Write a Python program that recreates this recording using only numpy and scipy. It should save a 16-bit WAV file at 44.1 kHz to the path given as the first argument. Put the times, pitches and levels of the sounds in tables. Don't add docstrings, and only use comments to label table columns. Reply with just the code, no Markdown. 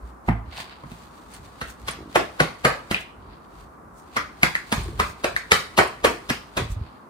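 import sys
import numpy as np
from scipy import signal
from scipy.fft import rfft, irfft, next_fast_len
from scipy.io import wavfile
from scipy.ndimage import uniform_filter1d, map_coordinates

SR = 44100
rng = np.random.default_rng(int(sys.argv[2]) if len(sys.argv) > 2 else 0)


def generate_wav(signal):
    frames = np.transpose(np.atleast_2d(signal))
    scaled = np.clip(frames, -1, 1) * 32767
    pcm = np.round(scaled).astype(np.int16)
    wavfile.write(sys.argv[1], SR, pcm)


def gain_from_db(level_db):
    decades = np.asarray(level_db, float) / 20
    return 10 ** decades


N = 312669

# start_s, peak_db, pocket_hz, thud_db, smack_db
CUPPED_SLAPS = [
    (1.614, -24, 1290, -8.5, -7),
    (2.156, -8, 703, -19.5, -10),
    (2.403, -15.5, 538, 2, -2),
    (4.167, -13, 1155, -30, -10.5),
    (4.431, -7, 2180, -14, -6),
    (4.724, -13.5, 946, -10, -0.5),
    (4.998, -11, 1034, -16.5, -7),
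    (5.243, -10, 590, -23, -9),
    (5.518, -6, 2204, -14, -4),
    (6.046, -1, 372, -32, -9.5),
]
# start_s, peak_db, hollow_hz, thud_db, smack_db
FLAT_SLAPS = [
    (1.882, -17, 1530, -16, -0.5),
    (2.649, -6, 890, -10.5, -11.5),
    (2.911, -15.5, 1770, -7, -5),
    (5.785, -1, 640, -20.5, -10.5),
    (6.299, -9.5, 1360, -15, -5),
    (6.573, -11.5, 455, -14, -6),
]
# start_s, peak_db, hollow_hz, thud_db, smack_db
DULL_PATS = [
    (0.284, -16, 820, 4.5, -23),
    (0.836, -41.5, 1020, 4, -40),
    (0.915, -43, 780, 9.5, 1.5),
    (6.763, -50.5, 1050, 15.5, -36),
]
# start_s, peak_db, pocket_hz, smack_db
EDGE_FLAPS = [
    (2.945, -29, 2570, -15),
    (4.552, -25.5, 1890, -2),
    (5.363, -25.5, 1800, 3),
]
# start_s, peak_db, pocket_hz, smack_db
FINGER_TAPS = [(1.688, -39, 1920, -7), (2.153, -18.5, 4380, -3.5), (2.169, -22.5, 374, -35),
               (2.401, -4.5, 1660, -17.5), (2.652, -25, 1890, -18), (4.558, -40.5, 1600, 9),
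               (5.002, -20, 2150, -27), (5.777, -17, 1000, 3.5), (5.788, -19.5, 1040, -9),
               (6.049, -19, 1640, 0), (6.577, -19.5, 1580, -9.5)]
# start_s, level_db, pitch_hz
HEEL_PUSHES = [
    (2.1605, -2, 600),
    (2.4077, -7.5, 500),
    (2.655, -16.5, 330),
    (5.79, -17, 430),
    (6.05, -5.5, 470),
    (6.3109, -19.5, 230),
]
# freq_hz, level_db (per Hz)
PALM_COLOUR = [(180, -4.5), (300, -1.5), (579, 2), (892, -3.5), (1030, 1.5), (1810, -0.5), (1990, 2.5),
               (3500, -29.5), (4550, -102), (7700, -120)]
# freq_hz, level_db (per Hz)
SKIN_COLOUR = [(1500, -24), (2500, 4), (4300, -1.5), (5700, -7.5), (9700, -7.5), (12500, -13.5),
               (15200, -21.5), (15800, -71), (17000, -120)]
# freq_hz, level_db (per Hz)
THUD_COLOUR = [(24, -17), (40, 3), (200, 16), (450, -3), (580, -81.5), (990, -120)]
# start_s, level_db
DOUGH_PEELS = [
    (1.339, -44.5),
    (1.91, -33),
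    (4.834, -44.5),
    (5.875, -41),
]
# start_s, level_db
BOARD_KNOCKS = [
    (0.283, -19.5),
    (0.844, -43),
    (.92, -45),
]
# pitch_hz, level_db, t60_s
BOARD_MODES = [(56.7, 1.5, 0.51), (110.4, 1, 0.41), (167.5, 9.5, 0.13), (251.6, -11.5, 0.44),
               (301, -33, 1.3)]
# start_s, level_db, pitch_hz, ring_cycles
COUNTER_JOLTS = [(0.032, -29.5, 59, 3.9), (0.477, -29, 72.5, 1.9), (1.623, -32.5, 62, 4.6),
                 (4.78, -12, 100, 0.38), (4.808, -21, 95, 0.74), (4.859, -31, 402, 3),
                 (4.885, -26.5, 340, 3.2), (4.9, -33, 60, 1.7), (4.93, -33, 430, 3), (5.017, -25, 77, 1.1),
                 (5.522, -23, 77.6, 1.2), (6.602, -21, 98.5, 2.3), (6.619, -19, 111, 2.7),
                 (6.655, -37, 85, 1.5), (6.701, -16.5, 72.6, 0.58), (6.72, -11, 53, 0.52),
                 (6.766, -16.5, 99.4, 1.6), (6.813, -17, 84, 0.79)]
# start_s, level_db, pitch_hz, bounce_count
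BOARD_RATTLES = [
    (.584, -24, 855, 2),
    (1.988, -28.5, 340, 3),
    (2.058, -29.5, 288, 3),
]
# peak_s, length_s, level_db
STAND_SHAKES = [(.04, 0.1, -34), (.41, 0.18, -39), (.6, 0.27, -43.5), (1.0, 0.68, -50), (1.27, 0.074, -46),
                (1.42, 0.31, -41), (1.66, .12, -40), (1.85, .2, -36), (2.01, 0.13, -38), (3.2, 0.19, -39.5),
                (3.3, 0.16, -39.5), (3.6, 0.29, -39.5), (3.86, .07, -42), (3.95, .1, -44),
                (4.8, 0.13, -21.5), (4.88, 0.35, -27), (5.0, 0.11, -25), (5.1, 0.041, -35),
                (5.35, 0.039, -30), (5.45, 0.069, -47), (6.62, 0.1, -20.5), (6.82, 0.13, -30)]
# freq_hz, level_db (per Hz)
SHAKE_COLOUR = [(12, -42), (20, -69), (48, 8), (103, -2.5), (258, -16), (362, -24), (392, -9), (500, -29),
                (650, -61), (1100, -120)]
# peak_s, length_s, level_db, hiss_db
RUB_STROKES = [(.08, 0.21, -63, -3.5), (.28, 0.067, -54, -4), (.525, 0.046, -48, -32),
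               (.6, 0.16, -35.5, -10.5), (.72, 0.34, -50, -25), (.92, 0.16, -58, -1.5),
               (1.02, 0.75, -61, -5), (1.19, 0.39, -62, -5), (1.34, 0.16, -49.5, -3),
               (1.45, 0.21, -57, -4.5), (1.7, 0.088, -52.5, 4), (1.81, 0.082, -61, 1),
               (1.88, 0.025, -42, -5), (2.02, 0.06, -63, -16), (2.95, 0.048, -35, -24),
               (3.01, 0.067, -50, -1), (4.8, 0.33, -43.5, -5.5), (5.08, 0.14, -52.5, 3),
               (5.6, 0.14, -49.5, -1.5), (3.31, 0.34, -57.5, -25), (3.45, .05, -70, -11),
               (3.6, 0.32, -58, -5), (3.99, 0.11, -66, 8), (4.165, 0.041, -40.5, -10.5),
               (6.72, 0.065, -56.5, 8), (6.86, 0.5, -56.5, -20)]
# freq_hz, level_db (per Hz)
FLOUR_COLOUR = [(410, -44), (700, -3.5), (823, -7), (1150, -4.5), (1280, -34), (1390, -5), (3110, -9.5),
                (4660, -9), (6000, -31), (7800, -34), (13200, -120)]
# freq_hz, level_db (per Hz)
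CLOTH_COLOUR = [(3240, -38), (5500, -3.5), (9810, -3.5), (11700, -32), (12400, -6.5), (14400, -12),
                (15900, -11)]
# start_s, level_db
NAIL_TICKS = [
    (.513, -38),
    (.5705, -25),
    (.5775, -23),
    (3.45, -50),
]
# freq_hz, level_db (per Hz)
HUM_COLOUR = [(15, -36), (25, -78), (59, -6.5), (235, 1.5), (559, -5.5), (1160, -0.5), (3150, -34.5),
              (4600, -34), (7680, -33.5), (9800, -34.5), (11500, -24), (12800, -33.5), (14300, -38),
              (15900, -38)]
# freq_hz, left_right_likeness (0 to 1)
PORT_LIKENESS = [(60, 0.85), (150, 0.8), (380, 0.49), (950, 0.0034), (2380, 0.031), (5980, 0.057),
                 (15000, 0.3)]
# freq_hz, t60_s
KITCHEN_DECAY = [(100, 0.27), (300, 0.2), (800, 0.27), (2000, 0.22), (5000, 0.3), (9000, 0.16),
                 (14000, 0.24)]

POCKET_DB_PER_OCTAVE = 12
CUPPED_POP_DB, PAT_POP_DB, FLAP_POP_DB = -1.1, 4.5, 10.5
FLAT_POP_DB, TAP_POP_DB, LIGHT_THUD_DB = -17, 3.5, -29
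LEAD_IN_S = 0.02
HEEL_CYCLES = 0.8
PEEL_HZ, PEEL_WIDTH_HZ, PEEL_T60_S = 9200, 1500, 0.058
BOUNCE_S, BOUNCE_CYCLES, BOUNCE_LOSS_DB = 0.019, 1.4, 0.5
SHAKE_RISE, STILL_DB = 0.37, -58
SLAP_SHAKE_DB, SLAP_SHAKE_S = -37, 0.29
STROKE_RISE = 0.52
TOSS_DB, TOSS_HISS_DB, TOSS_S = -53.5, -6.5, 0.29
HUM_DB = -49


def unit(x):
    return x / np.sqrt(np.mean(x ** 2) + 1e-20)


def along(points, hz):
    f, v = np.transpose(points)
    return np.interp(np.log(hz + 1), np.log(f + 1), v)


def wobble(rate):
    knots = rng.standard_normal(int(N * rate / SR) + 4)
    return map_coordinates(knots, [np.arange(N) * rate / SR])


def swells(rows, rise):
    peak, length, db = np.transpose(rows)[:3, :, None]
    late = (np.arange(0, N + 64, 64) / SR - peak) / length
    slope = np.where(late < 0, -late / rise, late / (1 - rise))
    gain = gain_from_db(db - 19.8 * slope ** 1.14)
    return np.repeat(gain, 64, axis=1)[:, :N]


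def filtered(x, response):
    size = x.shape[-1]
    m = next_fast_len(size + 2048)
    return irfft(rfft(x, m) * response(np.fft.rfftfreq(m, 1 / SR)), m)[..., :size]


def noise(size, colour):
    return unit(filtered(rng.standard_normal(size), lambda hz: gain_from_db(along(colour, hz))))


def diffuse(pair):
    turn = lambda hz: np.arccos(np.clip(along(PORT_LIKENESS, hz), -1, 1)) / 2
    mid, side = filtered(pair, lambda hz: np.array([np.cos(turn(hz)), np.sin(turn(hz))]))
    return np.array([mid + side, mid - side])


def heard(near, far, wet_db, lead_s):
    hz, t, grains = signal.stft(rng.standard_normal((2, len(far))), SR, nperseg=256)
    kitchen = gain_from_db(-60 * t / along(KITCHEN_DECAY, hz)[:, None])
    next_room = gain_from_db(-13.5 - 60 * t / 0.53)
    patches = uniform_filter1d(rng.standard_normal(grains.shape[1:]), size=4, axis=0)
    patches = gain_from_db(1.3 * unit(uniform_filter1d(patches, size=8, axis=1)))
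    tail = signal.istft(grains * (kitchen + next_room) * patches, SR, nperseg=256)[1][:, :len(far)]
    tail = diffuse(tail * np.clip(np.arange(len(far)) / SR / 0.001, 0, 1))
    wet = signal.fftconvolve(far[None], tail / np.linalg.norm(tail[0]), axes=1)[:, :len(far)]
    delay = np.array([[0], [lead_s]])
    lag = lambda f: np.exp(-2j * np.pi * f * delay / (1 + (f / 6000) ** 4))
    return filtered(np.array([near, near]), lag) + gain_from_db(wet_db) * wet


def contacts():
    pop = lambda hz, db: db + POCKET_DB_PER_OCTAVE * np.log2(hz / 1000)
    landings = [(s, db, hz, pop(hz, CUPPED_POP_DB), thud, skin) for s, db, hz, thud, skin in CUPPED_SLAPS]
    landings += [(s, db, hz, pop(hz, PAT_POP_DB), thud, skin) for s, db, hz, thud, skin in DULL_PATS]
    landings += [(s, db, hz, FLAT_POP_DB, thud, skin) for s, db, hz, thud, skin in FLAT_SLAPS]
    landings += [(s, db, hz, pop(hz, FLAP_POP_DB), LIGHT_THUD_DB, skin) for s, db, hz, skin in EDGE_FLAPS]
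    landings += [(s, db, hz, TAP_POP_DB, LIGHT_THUD_DB, skin) for s, db, hz, skin in FINGER_TAPS]
    return sorted(landings)


def slaps():
    out, size = np.zeros((2, N + SR)), SR // 2
    t = np.arange(size) / SR - LEAD_IN_S
    after = np.maximum(t, 0)
    instant = 1. * (np.arange(size) == 900)
    skin = unit(filtered(instant, lambda hz: gain_from_db(along(SKIN_COLOUR, hz)))) / np.sqrt(size)
    for s, db, pocket_hz, pop_db, thud_db, skin_db in contacts():
        cupped = lambda hz: gain_from_db(along(PALM_COLOUR, hz) - 2.17 * np.abs(np.log2((hz + 1) / pocket_hz)))
        fingers = gain_from_db(-14.5) * np.exp(np.minimum(t, 0) / 0.0038)
        blow = (fingers + (1 - np.exp(-after / 0.005))) * gain_from_db(-60 * after / 0.031)
        blow *= gain_from_db(4.4 * unit(uniform_filter1d(rng.standard_normal(size), size=60)))
        crack = blow * gain_from_db(-60 * after / 0.044) * gain_from_db(skin_db + 4.5) * noise(size, SKIN_COLOUR)
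        smack = blow * unit(filtered(rng.standard_normal(size), cupped)) + crack
        palm = unit(filtered(instant, cupped)) / np.sqrt(size)
        spread = np.linalg.norm(blow) * palm + np.linalg.norm(crack) * skin
        turns = after * pocket_hz
        swing = gain_from_db(pop_db + 7.5) * turns * (1 - np.exp(-after / 0.0013)) * np.sin(2 * np.pi * turns)
        thud = gain_from_db(thud_db) * np.clip(t / 0.0026, 0, 1) * gain_from_db(-60 * after / 0.085)
        thud *= noise(size, THUD_COLOUR)
        near = smack + swing * np.exp(-turns / 1.4) + thud
        far = 0.97 * spread + 0.61 * smack + 6.5 * swing * np.exp(-turns / 0.5) + gain_from_db(-6) * thud
        wet_db = -0.2 * max(thud_db - 5, 0) + 0.02
        slap = gain_from_db(db + 1) * heard(near, far, wet_db, lead_s=0.00024)
        out[:, round((s - LEAD_IN_S) * SR):][:, :size] += slap
    return out[:, :N]


def heel():
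    out, t = np.zeros(N), np.arange(-512, 512) / SR
    for s, db, hz in HEEL_PUSHES:
        push = np.exp(-(t * hz / HEEL_CYCLES) ** 2) * np.cos(2 * np.pi * hz * t)
        out[round(s * SR) - 512:][:len(t)] -= gain_from_db(db) * push
    return out


def peel():
    out, t = np.zeros((2, N + SR)), np.arange(SR // 10) / SR
    band = lambda hz: np.exp(-((hz - PEEL_HZ) / PEEL_WIDTH_HZ) ** 2)
    for s, db in DOUGH_PEELS:
        spit = unit(filtered(rng.standard_normal(len(t)), band))
        out[:, round(s * SR):][:, :len(t)] += gain_from_db(db - 60 * t / PEEL_T60_S) * spit
    return out[:, :N]


def board():
    out, t = np.zeros(N + SR), np.arange(SR // 2) / SR
    for s, db in BOARD_KNOCKS:
        ring = sum(gain_from_db(level - 60 * t / t60) * np.sin(2 * np.pi * hz * t) for hz, level, t60 in BOARD_MODES)
        out[round(s * SR):][:len(t)] += gain_from_db(db) * ring * (1 - np.exp(-t / 0.0038))
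    return out[:N] * gain_from_db([[-1.5], [1.5]])


def bounces():
    rows = []
    for s, db, hz, count in BOARD_RATTLES:
        for k in range(round(count)):
            detune = 1 + 0.046 * np.sign(k) * rng.standard_normal()
            rows.append((s + k * BOUNCE_S, db - k * BOUNCE_LOSS_DB, hz * detune, BOUNCE_CYCLES))
    return rows


def counter():
    jolts, t = np.zeros(N + SR), np.arange(SR // 4) / SR
    for s, db, hz, cycles in COUNTER_JOLTS + bounces():
        onset = 1 - np.exp(-t * hz / 0.092)
        ring = onset * np.exp(-t * hz / cycles) * np.sin(2 * np.pi * hz * t)
        jolts[round(s * SR):][:len(t)] += gain_from_db(db - 0.5) * ring
    sway = noise(N, SHAKE_COLOUR)
    sway /= np.sqrt(np.abs(uniform_filter1d(sway ** 2, size=2600)) + 0.16)
    rows = STAND_SHAKES + [(s + 0.036, SLAP_SHAKE_S, SLAP_SHAKE_DB + 0.4 * db)
                           for s, db, *_ in CUPPED_SLAPS + FLAT_SLAPS]
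    shake = gain_from_db(STILL_DB) + swells(rows, SHAKE_RISE).sum(0)
    tremble = gain_from_db(-5.5) * shake * (sway + 0.18 * noise((2, N), SHAKE_COLOUR))
    return jolts[:N] * gain_from_db([[-.8], [.8]]) + tremble


def rubbing():
    rows = RUB_STROKES + [(s, TOSS_S, TOSS_DB, TOSS_HISS_DB) for s, *_ in CUPPED_SLAPS + FLAT_SLAPS]
    strokes = swells(rows, STROKE_RISE)
    grit = unit(gain_from_db(1.3 * wobble(26) + 2.2 * wobble(400)))
    scrape = strokes.sum(0) * unit(diffuse(noise((2, N), FLOUR_COLOUR)))
    hiss_gain = gain_from_db([row[3] for row in rows]) @ strokes
    hiss = hiss_gain * unit(diffuse(noise((2, N), CLOTH_COLOUR)))
    nail = np.zeros(N)
    for s, db in NAIL_TICKS:
        nail[round(s * SR)] = gain_from_db(db + 17)
    dull = lambda hz: gain_from_db(along(SKIN_COLOUR, hz)) / (1 + (hz / 6500) ** 4)
    return gain_from_db(2.5) * grit * (scrape + hiss) + filtered(nail, dull)


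def hum():
    return gain_from_db(HUM_DB + 2 + 0.13 * wobble(4.9)) * unit(diffuse(noise((2, N), HUM_COLOUR)))


def scene():
    return slaps() + heel() + peel() + board() + counter() + rubbing() + hum()


def low_pass(x):
    return signal.sosfilt(signal.butter(12, 16080, fs=SR, output="sos"), x)


def record(dry):
    x = filtered(dry, lambda hz: 1 / np.sqrt(1 + (42 / (hz + 1)) ** 6))
    x = x / (1 + np.abs(x) ** 6) ** (1 / 6)
    notch = lambda hz: gain_from_db(-32 * np.exp(-((hz - 11550) / 750) ** 4))
    mix = filtered(x, lambda hz: notch(hz) / (1 + (hz / 15700) ** 40))
    return low_pass(mix)


dry = scene()
out = record(dry)
generate_wav(out)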